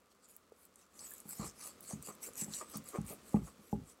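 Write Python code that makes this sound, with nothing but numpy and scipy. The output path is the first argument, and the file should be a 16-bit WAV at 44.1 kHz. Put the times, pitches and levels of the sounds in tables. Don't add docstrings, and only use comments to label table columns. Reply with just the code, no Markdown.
import sys
import numpy as np
from scipy import signal
from scipy.fft import rfft, irfft
from scipy.io import wavfile

SR = 44100
rng = np.random.default_rng(int(sys.argv[2]) if len(sys.argv) > 2 else 0)


def wav_out(sig):
    wavfile.write(sys.argv[1], SR, np.round(np.clip(np.atleast_2d(sig).T, -1, 1) * 32767).astype(np.int16))


N = 176400
T = np.arange(N) / SR

# (frequency [Hz], level [dB])
ROOM_TONE = [(30, -50), (140, -17), (230, -15), (310, -14.5), (470, -5), (840, -11.5), (1250, -6.5),
             (1700, -16.5), (4800, -34), (16000, -56)]
# (time [s], level [dB])
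ROLL_LEVELS = [(0, -72), (.9, -70), (1.02, -65), (1.75, -62.5), (2.4, -61.5), (3.1, -60), (3.55, -64.5),
               (3.85, -65), (4, -68.5)]
# (frequency [Hz], level [dB])
ROLL_COLOUR = [(35, -12), (70, 6), (130, -3), (210, 9.5), (330, 4), (500, 5), (850, -7), (1200, 2.5),
               (1600, -7), (2300, -7), (3200, -10), (7500, -12), (16000, -22)]
# (time [s], force level [dB], pitch [Hz], t60 [s])
HANDLE_TAPS = [(0.5207, -43.5, 455, 0.025), (1.115, -53, 1720, 0.065)]
# (peak time [s], rise [s], fall [s], level [dB], centre [Hz])
CHAFE_STROKES = [(1.424, 0.048, 0.076, -48.5, 1030), (1.653, 0.069, 0.11, -64, 1150),
                 (1.91, 0.023, 0.042, -53, 735), (2.092, 0.036, 0.037, -48.5, 1070),
                 (2.28, 0.016, 0.025, -50.5, 466), (2.48, 0.075, 0.036, -62, 420),
                 (2.617, 0.024, 0.036, -46.5, 1050), (2.749, 0.028, 0.05, -54, 1090),
                 (2.957, 0.039, 0.036, -41.5, 1000), (3.12, 0.039, 0.043, -50, 570),
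                 (3.358, 0.038, 0.042, -42.5, 515), (3.479, 0.015, 0.018, -54, 1210)]
# (frequency [Hz], level [dB])
CHAFE_COLOUR = [(150, -38), (280, 8), (520, 6.5), (900, -8), (1200, 3.5), (1500, -15.5), (2200, -11.5),
                (4000, -29.5)]
# (time [s], force level [dB], hardness as cut-off [Hz])
TABLE_BUMPS = [(1.253, -51, 358), (1.393, -33.5, 184), (1.931, -36, 200), (2.081, -51.5, 243),
               (2.418, -41.5, 295), (2.480, -41, 307), (2.7536, -41, 327), (2.768, -54, 330),
               (2.983, -32, 264), (3.102, -44, 258), (3.3425, -25, 490), (3.589, -57.5, 348),
               (3.728, -29, 456)]
# (frequency [Hz], level [dB], t60 [s])
TABLE_MODES = [(58.4, -8, 0.25), (88, -17.5, 0.21), (122, -6, 0.14), (165.4, 4, 0.11), (203.8, 5.5, .14),
               (273.5, -9.5, 0.26), (390, -10.5, 0.2), (447, -6, 0.096), (575, -8, 0.09), (748, -1, 0.057),
               (825, 15, 0.052)]
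# (frequency [Hz], width [Hz], level [dB])
SLEEVE_MODES = [(4570, 460, -5), (6200, 220, -10), (7040, 290, -6.5), (7800, 400, 1)]
# (time [s], peak level [dB], lower pitch [Hz], upper pitch [Hz])
SLEEVE_CLINKS = [(.9925, -39, 4760, 6100), (2.537, -29.5, 4130, 5680)]
# (time [s], relative peak level [dB], centre [Hz])
CRUMB_SNAPS = [(.2875, -48, 10000), (0.365, -32, 13100), (.63, -55, 12000), (0.653, -42, 11500),
               (0.758, -46, 8500), (1.1078, -32.5, 12300), (1.1378, -29, 11000), (1.182, -41, 9500),
               (1.2028, -34, 9800), (1.2914, -29.5, 11000), (1.2975, -32, 11700), (1.309, -30, 11400),
               (1.807, -35, 12600), (2.026, -31, 10300), (2.071, -48, 11000), (2.152, -40.5, 11200),
               (2.335, -38.5, 8000), (2.356, -35, 8500), (2.377, -31, 9400), (2.413, -23.5, 8100),
               (2.445, -31.5, 8000), (2.699, -41, 13200), (2.7716, -25.5, 12400), (2.8412, -42, 12100),
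               (2.8883, -30, 10500), (3.015, -40.5, 8400), (3.065, -41, 9200), (3.136, -36, 12300)]
# (peak time [s], rise [s], fall [s], level [dB], centre of the hiss [Hz])
BRUSH_STROKES = [(.115, 0.032, 0.03, -68, 6200), (.25, 0.046, 0.028, -63, 6450),
                 (0.3, 0.038, 0.13, -64.5, 10500), (.635, 0.11, 0.071, -66.5, 11100),
                 (0.812, 0.097, 0.061, -64, 7040), (1.051, 0.14, 0.057, -52.5, 7800),
                 (1.125, 0.095, 0.15, -55.5, 12500), (1.318, 0.074, 0.13, -50.5, 11900),
                 (1.405, 0.055, 0.12, -51, 5960), (1.463, 0.039, 0.057, -51, 8300),
                 (1.615, 0.074, 0.15, -51, 7600), (1.672, 0.065, 0.042, -51, 8750),
                 (1.834, 0.017, 0.051, -55, 11200), (1.906, 0.075, 0.092, -49.5, 7400),
                 (2.075, 0.073, 0.083, -49.5, 8260), (2.24, 0.034, 0.078, -44, 9900),
                 (2.407, 0.072, 0.076, -42, 9600), (2.554, 0.083, 0.13, -46.5, 7700),
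                 (2.716, 0.046, 0.029, -51.5, 11000), (2.754, 0.031, 0.053, -47, 6300),
                 (2.895, 0.071, 0.058, -53.5, 9300), (2.96, 0.043, 0.06, -57, 7200),
                 (3.099, 0.055, 0.08, -48.5, 11500), (3.305, 0.11, 0.14, -60.5, 9400),
                 (3.465, 0.059, 0.083, -58.5, 8400), (3.715, 0.18, 0.077, -64.5, 10000),
                 (3.901, 0.074, 0.067, -61, 8100)]
# (frequency [Hz], level [dB])
HISS_COLOUR = [(2300, 6.5), (3300, 1), (6400, 0.5), (8000, 2.5), (10500, 1), (13000, 1), (16000, -7)]


def from_db(db):
    return 10 ** (np.asarray(db) / 20)


def rms_one(x):
    return x / np.sqrt(np.mean(x ** 2) + 1e-20)


def coloured(x, points):
    hz, db = np.transpose(points)
    f = np.maximum(np.arange(N // 2 + 1) * SR / N, 1)
    gain = from_db(np.interp(np.log(f), np.log(hz), db)) * (f > 20)
    return rms_one(irfft(rfft(x) * gain, N))


def grains(per_s, spread_db):
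    sizes = from_db(spread_db * np.minimum(rng.exponential(1, N), 4))
    return rms_one(sizes * rng.choice([-1, 1], N) * (rng.random(N) < per_s / SR))


def band(x, low_hz, high_hz, order=2):
    sos = signal.butter(order, [low_hz, min(high_hz, .47 * SR)], "band", fs=SR, output="sos")
    return signal.sosfilt(sos, x + 1e-18)


def swell(peak_s, rise_s, fall_s, edge_db=-27, curvature=1.713):
    away = np.maximum((peak_s - T) / rise_s, (T - peak_s) / fall_s)
    return from_db(edge_db * np.minimum(away, 10) ** curvature)


def ring(force, hz, t60):
    decay, angle = from_db(-60 / (t60 * SR)), 2 * np.pi * hz / SR
    return signal.lfilter([1, -1], [1, -2 * decay * np.cos(angle), decay ** 2], force + 1e-18)


def blow(s, db, cut_hz):
    click = np.full(N, 1e-18)
    click[int(s * SR)] = from_db(db)
    return signal.sosfilt(signal.butter(2, cut_hz, fs=SR, output="sos"), click)


def glancing(force, db, light_cut_hz=148, light_db=-43):
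    low_hz = light_cut_hz * min(from_db(light_db - db), 1)
    return signal.sosfilt(signal.butter(2, low_hz, "high", fs=SR, output="sos"), force)


def patches(shape, step_hz, step_s, depth_db, width_hz=356, life_s=0.024):
    field = rng.standard_normal(shape)
    for axis, width in enumerate((width_hz / step_hz, life_s / step_s)):
        kernel = signal.windows.gaussian(41, width / 2)
        field = signal.fftconvolve(field, np.expand_dims(kernel, 1 - axis), "same")
    return rms_one(from_db(depth_db * np.clip(rms_one(field), -2, 2)))


def rub(friction, strokes, width_oct, skirt_db, patch_db, darken_oct_per_s=0, widen=0, size=256):
    f, t, frames = signal.stft(friction, SR, nperseg=size)
    frames = frames * patches(frames.shape, f[1], t[1], patch_db)
    octave = np.log2(f + 1)[:, None]
    power = np.mean(abs(frames) ** 2, axis=1)[:, None]
    median_hz = np.median(strokes, axis=0)[-1]
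    out = np.zeros(N)
    for s, rise, fall, db, hz in strokes:
        near = np.flatnonzero((t > s - 2 * rise - .01) & (t < s + 2 * fall + .01))
        centre = np.log2(hz) - darken_oct_per_s * (t[near] - s)
        width = width_oct * (hz / median_hz) ** widen
        hump = from_db(skirt_db) + np.exp(-.5 * ((octave - centre) / width) ** 2)
        hump /= np.sqrt((hump ** 2 * power).sum(axis=0) / power.sum())
        start = near[0] * (size // 2)
        piece = signal.istft(frames[:, near] * hump, SR)[1][:N - start]
        span = slice(start, start + len(piece))
        out[span] += from_db(db) * piece * swell(s, rise, fall)[span]
    return out


def room_tone(level_db=-75.5):
    return from_db(level_db) * coloured(rng.standard_normal(N), ROOM_TONE)


def room(x, wet_db, t60=0.33, gap_s=0.0013):
    t = T[:SR // 2]
    tail = rng.standard_normal(len(t)) * from_db(-60 * t / t60) * (t > gap_s)
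    return x + from_db(wet_db) * signal.fftconvolve(x, tail / np.linalg.norm(tail))[:N]


def rolling_crumbs():
    level = from_db(np.interp(T, *np.transpose(ROLL_LEVELS)))
    return level * coloured(grains(per_s=6000, spread_db=2.5), ROLL_COLOUR)


def taps():
    return sum(ring(blow(s, db, cut_hz=1.7 * hz), hz, t60) for s, db, hz, t60 in HANDLE_TAPS)


def chafes(gain_db=2.5):
    slips = coloured(grains(per_s=830, spread_db=1.0), CHAFE_COLOUR)
    return from_db(gain_db) * rub(slips, CHAFE_STROKES, width_oct=0.47, skirt_db=-4.5, patch_db=2.0)


def bending_waves(from_hz=350, sink_oct_per_s=17, gain_db=-13):
    pitch_hz = from_hz * 2 ** (-sink_oct_per_s * T)
    wave = np.sin(2 * np.pi * np.cumsum(pitch_hz) / SR) * swell(0.049, rise_s=0.049, fall_s=0.085)
    waver = .6 + .85 * rms_one(band(rng.standard_normal(N), 15, 80))
    out = np.zeros(N)
    for s, db, _ in TABLE_BUMPS:
        start = int(s * SR)
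        out[start:] += from_db(db + gain_db) * glancing(wave[:N - start] * waver[start:], db)
    return out


def bumps(force_db=-3.5, mode_spread_db=2.5):
    forces = np.array([glancing(blow(s, db + force_db, hz), db) for s, db, hz in TABLE_BUMPS])
    shares = from_db(mode_spread_db * rng.standard_normal((len(TABLE_BUMPS), len(TABLE_MODES))))
    modes = sum(from_db(db) * ring(share @ forces, hz, t60)
                for share, (hz, db, t60) in zip(shares.T, TABLE_MODES))
    ringing = modes - 2 * signal.lfilter(*signal.iirpeak(200, Q=0.66, fs=SR), modes)
    return band(ringing + bending_waves(), 41.6, 730, order=3)


def sleeve(x):
    return x + sum(from_db(db) * signal.lfilter(*signal.iirpeak(hz, hz / width, fs=SR), x + 1e-18)
                   for hz, width, db in SLEEVE_MODES)


def loose_crumbs(gain_db=-29.5, idle_db=-61.5, follow_power=0.86):
    strokes = sum(from_db(db) * swell(s, rise, fall) for s, rise, fall, db, _ in BRUSH_STROKES)
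    effort = strokes + from_db(idle_db)
    ticks = band(sleeve(grains(per_s=410, spread_db=4.5)), 3700, 15000, order=1)
    return from_db(gain_db) * effort ** follow_power * rms_one(ticks)


def clinks(t60=0.013, rattle_s=0.009, rattle_db=-27.5):
    out = np.zeros(N)
    for s, db, *pitches in SLEEVE_CLINKS:
        age = T - T[int(s * SR)]
        rattle = from_db(rattle_db) * rng.standard_normal(N) * np.exp(-abs(age) / rattle_s)
        force = (age == 0) + (age > 0) * rattle
        tone = sum(ring(force, hz, t60) for hz in pitches)
        out += from_db(db) * tone / abs(tone).max()
    return out


def snaps(gain_db=-0.5, half_width_oct=0.43, spray_db=-16, spray_s=0.00072, tail_db=-12, tail_s=0.0064):
    t = T[:2048]
    out = np.zeros(N + len(t))
    spray = from_db(spray_db) * (np.exp(-t / spray_s) + from_db(tail_db) * np.exp(-t / tail_s))
    for s, db, hz in CRUMB_SNAPS:
        crack = (t == 0) + rng.standard_normal(len(t)) * spray
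        tick = band(sleeve(crack), hz / 2 ** half_width_oct, hz * 2 ** half_width_oct, order=3)
        start = int(s * SR)
        out[start:start + len(t)] += from_db(db + gain_db) * tick / abs(tick).max()
    return out[:N]


def sweeps(gain_db=0.5, flicker_db=2.0, smooth_db=0.5):
    clumps = from_db(flicker_db * rms_one(band(rng.standard_normal(N), 6.6, 196)))
    grit = grains(per_s=3000, spread_db=2.5) + from_db(smooth_db) * rng.standard_normal(N)
    hiss = coloured(sleeve(grit * clumps), HISS_COLOUR)
    return from_db(gain_db) * rub(hiss, BRUSH_STROKES, width_oct=0.49, skirt_db=-11.5, patch_db=4.5,
                                  darken_oct_per_s=1.2, widen=0.45)


def scene():
    background = room_tone() + rolling_crumbs()
    powder = room(sweeps() + snaps() + clinks() + loose_crumbs(), wet_db=-23)
    table = room(bumps() + chafes() + taps(), wet_db=-15.5)
    return (background + table + powder)[None]


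def record(dry):
    return signal.sosfilt(signal.ellip(10, .3, 70, 15900, fs=SR, output="sos"), dry)


dry = scene()
out = record(dry)
wav_out(out)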